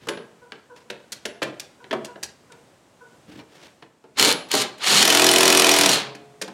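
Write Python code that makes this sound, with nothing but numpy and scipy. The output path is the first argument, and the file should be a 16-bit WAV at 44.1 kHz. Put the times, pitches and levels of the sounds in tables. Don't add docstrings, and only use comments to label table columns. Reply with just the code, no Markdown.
import sys
import numpy as np
from scipy import signal
from scipy.fft import rfft, irfft, next_fast_len
from scipy.io import wavfile
from scipy.ndimage import map_coordinates

SR = 44100
rng = np.random.default_rng(int(sys.argv[2]) if len(sys.argv) > 2 else 0)


def int16_out(signal):
    q = np.round(np.clip(np.atleast_2d(signal).T, -1, 1) * 32767)
    wavfile.write(sys.argv[1], SR, q.astype(np.int16))


N = 287973
NOW = np.arange(N) / SR
AGE = np.arange(SR) / SR

# (pressed [s], released [s], spin-up time [s], run-down time [s],
# top motor speed [turns/s], gear level [dB], console rumble level [dB], socket rattle level [dB])
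TRIGGER_PULLS = [(4.172, 4.31, 0.014, 0.02, 197, -19, -26, -25),
                 (4.506, 4.621, 0.011, 0.023, 430, -23, -34, -20),
                 (4.823, 5.945, 0.039, .046, 410, -15.5, -26.5, -31)]
# (frequency [Hz], level [dB], undamped t60 [s])
CONSOLE_MODES = [(134.4, -17.5, 1), (194.6, -8.5, 0.2), (261, -8.5, 0.16), (292, -3.5, 0.21),
                 (343, -3.5, 0.28), (382.2, -1.5, 0.17), (471, -0.5, 0.1), (640.6, -4.5, 0.17),
                 (675, 0, 0.12), (754, -3.5, 0.1), (954, -5, 0.12)]
# (frequency [Hz], level [dB])
SOCKET_RESONANCES = [(3050, -3.5), (4270, -3.5), (6850, -10)]
# (frequency [Hz], relative level per Hz [dB])
THUD_SPECTRUM = [(65, -40.5), (135, -7), (200, -2), (400, 4), (720, -2), (1150, -7), (2000, -18),
                 (5000, -90.5)]
# (frequency [Hz], relative level per Hz [dB])
CLACK_SPECTRUM = [(400, -26), (1050, -15), (1650, 2), (2100, -2.5), (3000, -1.5), (4300, -8), (6000, -19),
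                  (16000, -64)]

HAMMER_START_S, BLOW_PERIOD_S, BLOW_COUNT = 5.026, .02325, 37


def amp(db):
    return 10 ** (np.asarray(db) / 20)


def unit(x):
    return x / np.sqrt(np.mean(x ** 2) + 1e-20)


def along(points, hz):
    f, v = np.transpose(points)
    return np.interp(np.log(hz + 1), np.log(f + 1), v)


def curve(rows):
    return np.interp(NOW, *np.transpose(rows))


def wobble(rate, size=N):
    knots = rng.standard_normal(int(size * rate / SR) + 4)
    return map_coordinates(knots, [NOW[:size] * rate])


def filtered(x, response):
    m = next_fast_len(len(x) + SR // 4)
    return irfft(rfft(x, m) * response(np.fft.rfftfreq(m, 1 / SR)), m)[:len(x)]


def coloured(x, spectrum):
    return unit(filtered(x, lambda hz: amp(along(spectrum, hz))))


def noise(spectrum, size=N):
    return coloured(rng.standard_normal(size), spectrum)


def add(track, s, sound):
    part = track[round(s * SR):][:len(sound)]
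    part += sound[:len(part)]


def burst(hold, t60, attack=0.00043):
    decay = amp(-60 * np.maximum(AGE - hold, 0) / t60)
    return decay * (1 - np.exp(-AGE / attack))


def gate(start, stop, rise, fall):
    risen = np.logaddexp(0, 3 * (NOW - start) / rise) / 3
    return (1 - np.exp(-risen)) * np.exp(-np.maximum(NOW - stop, 0) / fall)


def ring(modes, scatter_db=0, damping=0):
    total = 0
    for k, (hz, db, t60) in enumerate(modes):
        size = amp(db + scatter_db * rng.normal() - 60 * AGE / t60)
        total = total + (-1) ** k * size * np.sin(2 * np.pi * hz * AGE)
    return amp(-damping * AGE) * total


def resonances(x, modes, q=22):
    def response(f):
        return sum(amp(db) * 1j * f / (q * (hz - f * f / hz) + 1j * f) for hz, db in modes)
    return filtered(x, response)


def contact(spectrum, envelope):
    size = len(envelope)
    level = amp(along(spectrum, np.fft.rfftfreq(size, 1 / SR)))
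    cepstrum = irfft(np.log(level), size)
    fold = 1 + np.sign(np.fft.fftfreq(size))
    body = np.exp(rfft(cepstrum * fold))
    force = rng.standard_normal(size) * envelope
    sound = irfft(rfft(force) * body, size)
    return unit(sound) * np.sqrt(np.mean(envelope ** 2))


def steel_blows(blows, modes, hold, t60, ring_db, ring_t60=0.04, scatter_db=4.0, shift=0.0099):
    # (frequency [Hz], relative level per Hz [dB])
    crash_spectrum = [(300, -21.5), (1000, -2), (3000, 2.5), (6000, 0.5), (12000, -7), (16000, -18.5)]
    out, t = np.zeros(N), AGE[:SR // 10]
    steel, envelope = noise(crash_spectrum), burst(hold, t60)[:len(t)]
    hz, level = np.transpose(modes)[..., None]
    for s, db in blows:
        size = amp(ring_db + level + scatter_db * rng.normal(size=hz.shape) - 60 * t / ring_t60)
        shifted_hz = hz * (1 + shift * rng.normal(size=hz.shape))
        turns = shifted_hz * t + rng.random(hz.shape)
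        ringing = np.sum(size * np.sin(2 * np.pi * turns), axis=0)
        crash = envelope * steel[rng.integers(N - len(t)):][:len(t)]
        add(out, s, amp(db) * (crash + ringing))
    return out


def blow_times():
    settle_lag_s, stall_lag_s = .0065, .009
    slowing_s = .0000196
    k = np.arange(BLOW_COUNT)
    even = HAMMER_START_S + (BLOW_PERIOD_S + slowing_s * k / 2) * k
    settling = settle_lag_s * (1 - np.exp(-k / 2))
    stalling = stall_lag_s * np.exp(2 * (k - k[-1]))
    return even + settling + stalling


def hammer(crash_db=-12.0, jitter=.0002, panel_db=-24, slack_db=9, seating=0.028, rattle_db=-27.5,
           rebound_s=.015, rebound_db=-14):
    # (frequency [Hz], level [dB])
    anvil_resonances = [(2490, -1.5), (3010, -1.5), (3470, -2), (5170, -3), (5760, 0), (9030, -1),
                        (11100, -7.5)]
    # (frequency [Hz], level [dB], t60 [s])
    frame_modes = [(130, -41.5, 1.1), (424, -34.5, 1.43), (703, -42.5, 2.1)]
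    # (frequency [Hz], relative level per Hz [dB])
    fittings_spectrum = [(250, -24), (600, 3.5), (2400, -2.5), (6000, -36.5)]
    times = blow_times()
    blows = [(t + rng.normal(0, jitter), crash_db + rng.normal()) for t in times]
    slips = [(t + rebound_s + 10 * rng.normal(0, jitter), db + rebound_db) for t, db in blows]
    crash = steel_blows(blows + slips, anvil_resonances, hold=0.0024, t60=0.026, ring_db=-7)
    buzz, shake = np.zeros(N), np.zeros(N)
    panel, rattle = ring(CONSOLE_MODES), amp(rattle_db) * burst(0, 0.21)
    for t in times:
        loose_db = slack_db * np.exp(-(t - times[0]) / seating)
        add(buzz, t, amp(panel_db - loose_db + rng.normal()) * panel)
        add(shake, t, rattle)
    add(buzz, times[-1], ring(frame_modes))
    return crash + shake * noise(fittings_spectrum), buzz


def drive(grit_db=2, whine_db=-11.0, lower_mesh_db=-7, upper_mesh_db=-6, waver=0.0146, inertia=2.1,
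          sing_db=-11.0, gear_law=0.92, rumble_rise=0.91, rumble_fall=4.4, dull_hz=4500):
    # (frequency [Hz], relative level per Hz [dB])
    grind_spectrum = [(300, -57), (800, -4), (2700, -1), (4200, 3), (5500, -3), (9000, -5.5), (12800, -16),
                      (16000, -30.5)]
    load_sag, load_gear_db, load_rumble_db = 0.41, -7.5, -6
    bog_s, recover_s = .008, .06
    out, blows = np.zeros(N), blow_times()
    load = gate(blows[0], blows[-1], bog_s, recover_s)
    wind_up = 1 - np.cos(2 * np.pi * (NOW - blows[0]) / BLOW_PERIOD_S) / 2
    for pressed, released, spin_up, run_down, top_hz, gear_db, rumble_db, _ in TRIGGER_PULLS:
        speed = gate(pressed, released, spin_up, run_down)
        rotor = gate(pressed, released, inertia * spin_up, inertia * run_down)
        motor_hz = top_hz * rotor * (1 - load_sag * load * wind_up) * (1 + waver * wobble(500))
        turn = 2 * np.pi * np.cumsum(motor_hz) / SR
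        teeth = rng.standard_normal(N) * amp(grit_db * wobble(420))
        whine = np.sin(12 * turn)
        whine += amp(lower_mesh_db) * np.sin(4 * turn) + amp(upper_mesh_db) * np.sin(19 * turn)
        gears = coloured(teeth, grind_spectrum) + amp(whine_db) * whine
        dull = filtered(gears, lambda hz: 1 / (1 + (hz / dull_hz) ** 4))
        singing = amp(sing_db) * unit(resonances(teeth, SOCKET_RESONANCES))
        brightened = dull + speed * (gears - dull + singing)
        out += amp(gear_db + load_gear_db * load) * speed ** gear_law * brightened
        shaking = gate(pressed, released, rumble_rise * spin_up, rumble_fall * run_down) ** 4
        rumble = unit(noise(THUD_SPECTRUM) * amp(3.1 * wobble(45)))
        out += amp(rumble_db + load_rumble_db * load) * shaking * rumble
    return out


def socket():
    # (time [s], level [dB])
    hard_knocks = [(4.186, -17.5), (4.196, -7), (4.211, -11), (4.226, -6), (4.248, -9), (4.314, -14.5),
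                   (4.325, -13.5), (4.515, -13.5), (4.625, -20), (5.915, -17), (5.932, -15)]
    rattles_per_s, rattle_scatter_db = 64, 5.5
    knocks, blows = list(hard_knocks), blow_times()
    for pressed, released, spin_up, *_, rattle_db in TRIGGER_PULLS:
        chance = rng.standard_normal((128, 2))
        steps = np.arange(len(chance)) + .5 + 0.34 * chance[:, 0]
        times = pressed + spin_up + steps / rattles_per_s
        for s, size in zip(times, chance[:, 1]):
            hammering = blows[0] < s < blows[-1]
            if s < released and not hammering:
                knocks.append((s, rattle_db + rattle_scatter_db * size))
    return steel_blows(knocks, SOCKET_RESONANCES, hold=0.00088, t60=0.013, ring_db=-7.5)


def trigger():
    # (time [s], level [dB])
    clicks = [(4.487, -46), (4.78, -48)]
    return steel_blows(clicks, SOCKET_RESONANCES, hold=0.006, t60=0.06, ring_db=2)


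def skipping(hold, t60, chatter_db=4.5, bounce_t60=0.026):
    bounce_gap_s, bounce_count = 0.0089, 4
    bounce_db, bounce_loss_db = -14.5, 3
    smooth = burst(hold, t60)
    chattering = unit(smooth * amp(chatter_db * wobble(427)[:SR]))
    envelope = chattering * np.sqrt(np.mean(smooth ** 2))
    gaps = bounce_gap_s * (.5 + rng.random(bounce_count))
    for k, s in enumerate(hold + np.cumsum(gaps)):
        bounce = amp(bounce_db - bounce_loss_db * k + 2 * rng.normal())
        add(envelope, s, bounce * burst(0, bounce_t60))
    return envelope


def taps(clack_t60=0.038, tick_t60=0.036, thud_t60=0.066, part_t60=0.031, part_rough=0.54, detune=0.032):
    # (time [s], level [dB], thud re clack [dB], tick re clack [dB],
    # ring of the part [Hz], time in scraping contact [s])
    touches = [(0.070, -35.5, 7.5, -4, 1700, 0.0041), (0.0859, -14.5, -7, -7.5, 1654, 0.0044),
               (0.1718, -30.5, -1, -28, 1634, 0.0055), (0.5205, -24, -11.5, -20, 1618, 0.0023),
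               (0.9003, -19.5, -10, -12.5, 1704, 0.0035), (1.1200, -29.5, -24, 6, 5750, 0.0095),
               (1.2531, -14, -11, -7, 1633, 0.0018), (1.4181, -17, -2, -16, 1387, 0.0029),
               (1.4264, -13.5, -13, -11, 1397, 0.0048), (1.597, -26.5, -31, 2.5, 5880, 0.004),
               (1.841, -31.5, -9.5, -25, 1690, 0.0018), (1.9092, -17.5, -6.5, -22, 1686, 0.0048),
               (1.928, -18.5, 2.5, -15.5, 1346, 0.0048), (2.0463, -32.5, -9, 2.5, 2780, 0.0083),
               (2.157, -36.5, 3, -29, 1710, 0.0015), (2.2287, -27, -15.5, 6, 5700, 0.0096),
               (2.5192, -39.5, -8, -3, 3780, 0.0055), (3.391, -39, -4.5, -22, 2390, 0.017),
               (3.8236, -34.5, -4, -20, 1175, 0.0038), (4.0401, -48.5, 8, -12, 1320, 0.0029),
               (4.538, -23, 8.5, -3, 1300, 0.005), (6.1501, -29.5, -8, -9, 2490, 0.0032),
               (6.414, -23, -6.5, 0, 1870, 0.012), (6.478, -30.5, -2, -8.5, 1015, 0.0047)]
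    # (frequency [Hz], relative level per Hz [dB])
    tick_spectrum = [(2000, -10), (4500, 3.5), (6500, 2), (9500, -4), (12000, -10), (16000, -22)]
    part_ratios, part_fall_db = (0.99, 1.72, 2.3), 5.5
    out = np.zeros(N)
    for s, db, thud_db, tick_db, part_hz, hold in touches:
        clack = amp(-10) * contact(CLACK_SPECTRUM, skipping(hold, clack_t60))
        tick = amp(tick_db - 6.5) * contact(tick_spectrum, skipping(hold, tick_t60))
        waver = part_rough * wobble(890, SR)
        phase = 2 * np.pi * part_hz * AGE + waver
        tones = sum(amp(-part_fall_db * k) * np.sin(ratio * phase) for k, ratio in enumerate(part_ratios))
        part = amp(-12) * burst(hold, part_t60) * tones
        thud = amp(thud_db - 4.0) * contact(THUD_SPECTRUM, burst(hold, thud_t60))
        pressed = [(hz * (1 + detune * rng.normal()), level, t60) for hz, level, t60 in CONSOLE_MODES]
        ringing = ring(pressed, scatter_db=4, damping=40) * (1 - np.exp(-AGE / 0.004))
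        panel = amp(thud_db - 21.5) * ringing
        add(out, s, amp(db) * (clack + tick + part + thud + panel))
    return out


def washer(hz=10250, t60=0.37):
    # (time [s], level [dB])
    pings = [(0.085, -44), (1.254, -50), (4.326, -36.5)]
    out = np.zeros(N)
    for s, db in pings:
        add(out, s, amp(db) * burst(0, t60) * np.sin(2 * np.pi * hz * AGE))
    return out


def judder():
    # (frequency [Hz], level [dB], t60 [s])
    fender_modes = [(135, -11, 0.058), (300, 0, 0.19)]
    start_s, end_s, slips_per_s, level_db = 3.285, 3.39, 79, -42.5
    out = np.zeros(N)
    chance = rng.standard_normal((16, 3))
    for k, (late, size, press) in enumerate(chance):
        s = start_s + (k + 0.29 * late) / slips_per_s
        if s < end_s:
            modes = [(hz * (1 + 0.037 * press), db, t60) for hz, db, t60 in fender_modes]
            add(out, s, amp(level_db + 2 * size) * ring(modes) * (1 - np.exp(-AGE / 0.003)))
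    return out


def shuffle():
    # (time [s], length [s], bump level [dB], scuff level [dB], rustle level [dB])
    moves = [(0, 0.085, -49.5, -56, -52.5), (0.76, 0.0094, -62, -55, -49.5),
             (3.272, 0.11, -47, -55.5, -54.5), (3.489, 0.14, -70, -61, -52), (3.625, 0.04, -68, -56, -54)]
    # (frequency [Hz], relative level per Hz [dB])
    cloth_spectrum = [(180, -33), (330, 1.5), (1150, -10), (5500, -13.5), (15000, -35)]
    rise_share, release_s = 0.17, 0.036
    out = np.zeros(N)
    bump = unit(noise([(40, -21), (115, -2), (330, -8), (2000, -45)]) * amp(2.8 * wobble(51)))
    scuff = unit(noise(CLACK_SPECTRUM) * amp(2.1 * wobble(200)))
    cloth = unit(noise(cloth_spectrum) * amp(3.2 * wobble(170)))
    for s, length, bump_db, scuff_db, cloth_db in moves:
        rubbing = amp(bump_db) * bump + amp(scuff_db) * scuff + amp(cloth_db) * cloth
        out += gate(s, s + length, rise_share * length, release_s) * rubbing
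    return out


def dog(hz=510, swell=0.0195, fall=0.153, yard_db=-9, yard_t60=0.48):
    # (time [s], relative level [dB])
    yaps = [(.41, -43.5), (0.691, -41.5), (1.79, -44), (2.071, -40), (2.49, -45), (2.999, -43)]
    out, u = np.zeros(N), AGE / swell
    for s, db in yaps:
        rough = .03 * wobble(400, SR)
        pitch_hz = hz * (1 - fall * np.tanh(u / 2) ** 2 + rough)
        phase = 2 * np.pi * np.cumsum(pitch_hz) / SR
        voice = amp(0.5) * np.sin(phase) + np.sin(2 * phase) + np.sin(3 * phase)
        add(out, s, amp(db - 7.5) * (u * np.exp(1 - u)) ** 4 * voice)
    yard = rng.standard_normal(SR) * burst(0, yard_t60)
    return out + amp(yard_db) * signal.fftconvolve(out, yard / np.linalg.norm(yard))[:N]


def shop(x, delay=.005, near_db=6, near_t60=0.27, lumpy_db=2):
    # (frequency [Hz], t60 [s])
    decay_times = [(100, 1), (260, 0.45), (700, 0.74), (1840, 0.55), (4850, 0.52), (12800, 0.23)]
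    out, size = np.zeros(N), SR // 3
    for start in range(0, N, size):
        lumpy = rng.standard_normal(SR) * amp(lumpy_db * wobble(264.3, SR))
        hz, t, z = signal.stft(lumpy, SR, nperseg=256)
        far = amp(-60 * t / along(decay_times, hz)[:, None])
        near = amp(near_db - 60 * t / near_t60)
        tail = signal.istft(z * (far + near), SR, nperseg=256)[1]
        echo = signal.fftconvolve(x[start:start + size], tail / np.linalg.norm(tail))
        add(out, start / SR + delay, echo)
    tone = [(150, 7.0), (500, 5), (4000, -4.5), (12000, -10.5)]  # (frequency [Hz], gain [dB])
    return filtered(out, lambda hz: amp(along(tone, hz)))


def quiet_air():
    # (frequency [Hz], relative level per Hz [dB])
    air_spectrum = [(25, -18.5), (130, -3), (480, -5), (1300, -13.5), (5000, -23), (8100, -23),
                    (11000, -32), (16000, -39.5)]
    # (time [s], level [dB])
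    air_levels = [(0, -57.5), (3.65, -55), (3.92, -60.5), (6.5, -54.5)]
    return amp(curve(air_levels) + wobble(4.98)) * noise(air_spectrum)


def scene():
    crash, buzz = hammer()
    driver = drive() + crash + socket() + trigger()
    parts = taps()
    yaps = dog()
    echo = shop(amp(-5.0) * parts + amp(-6.0) * driver + amp(-16.5) * buzz + yaps)
    handling = washer() + shuffle() + judder()
    return (driver + buzz + parts + handling + yaps + echo + quiet_air())[None]


def record(dry, low_cut_hz=68, top_hz=16100):
    high_pass = signal.butter(2, low_cut_hz, "high", fs=SR, output="sos")
    thin = signal.sosfilt(high_pass, dry[0])
    soft = thin / (1 + np.abs(thin / .9) ** 4) ** (1 / 4)
    return filtered(soft, lambda hz: 1 / (1 + (hz / top_hz) ** 200))[None]


dry = scene()
out = record(dry)
int16_out(out)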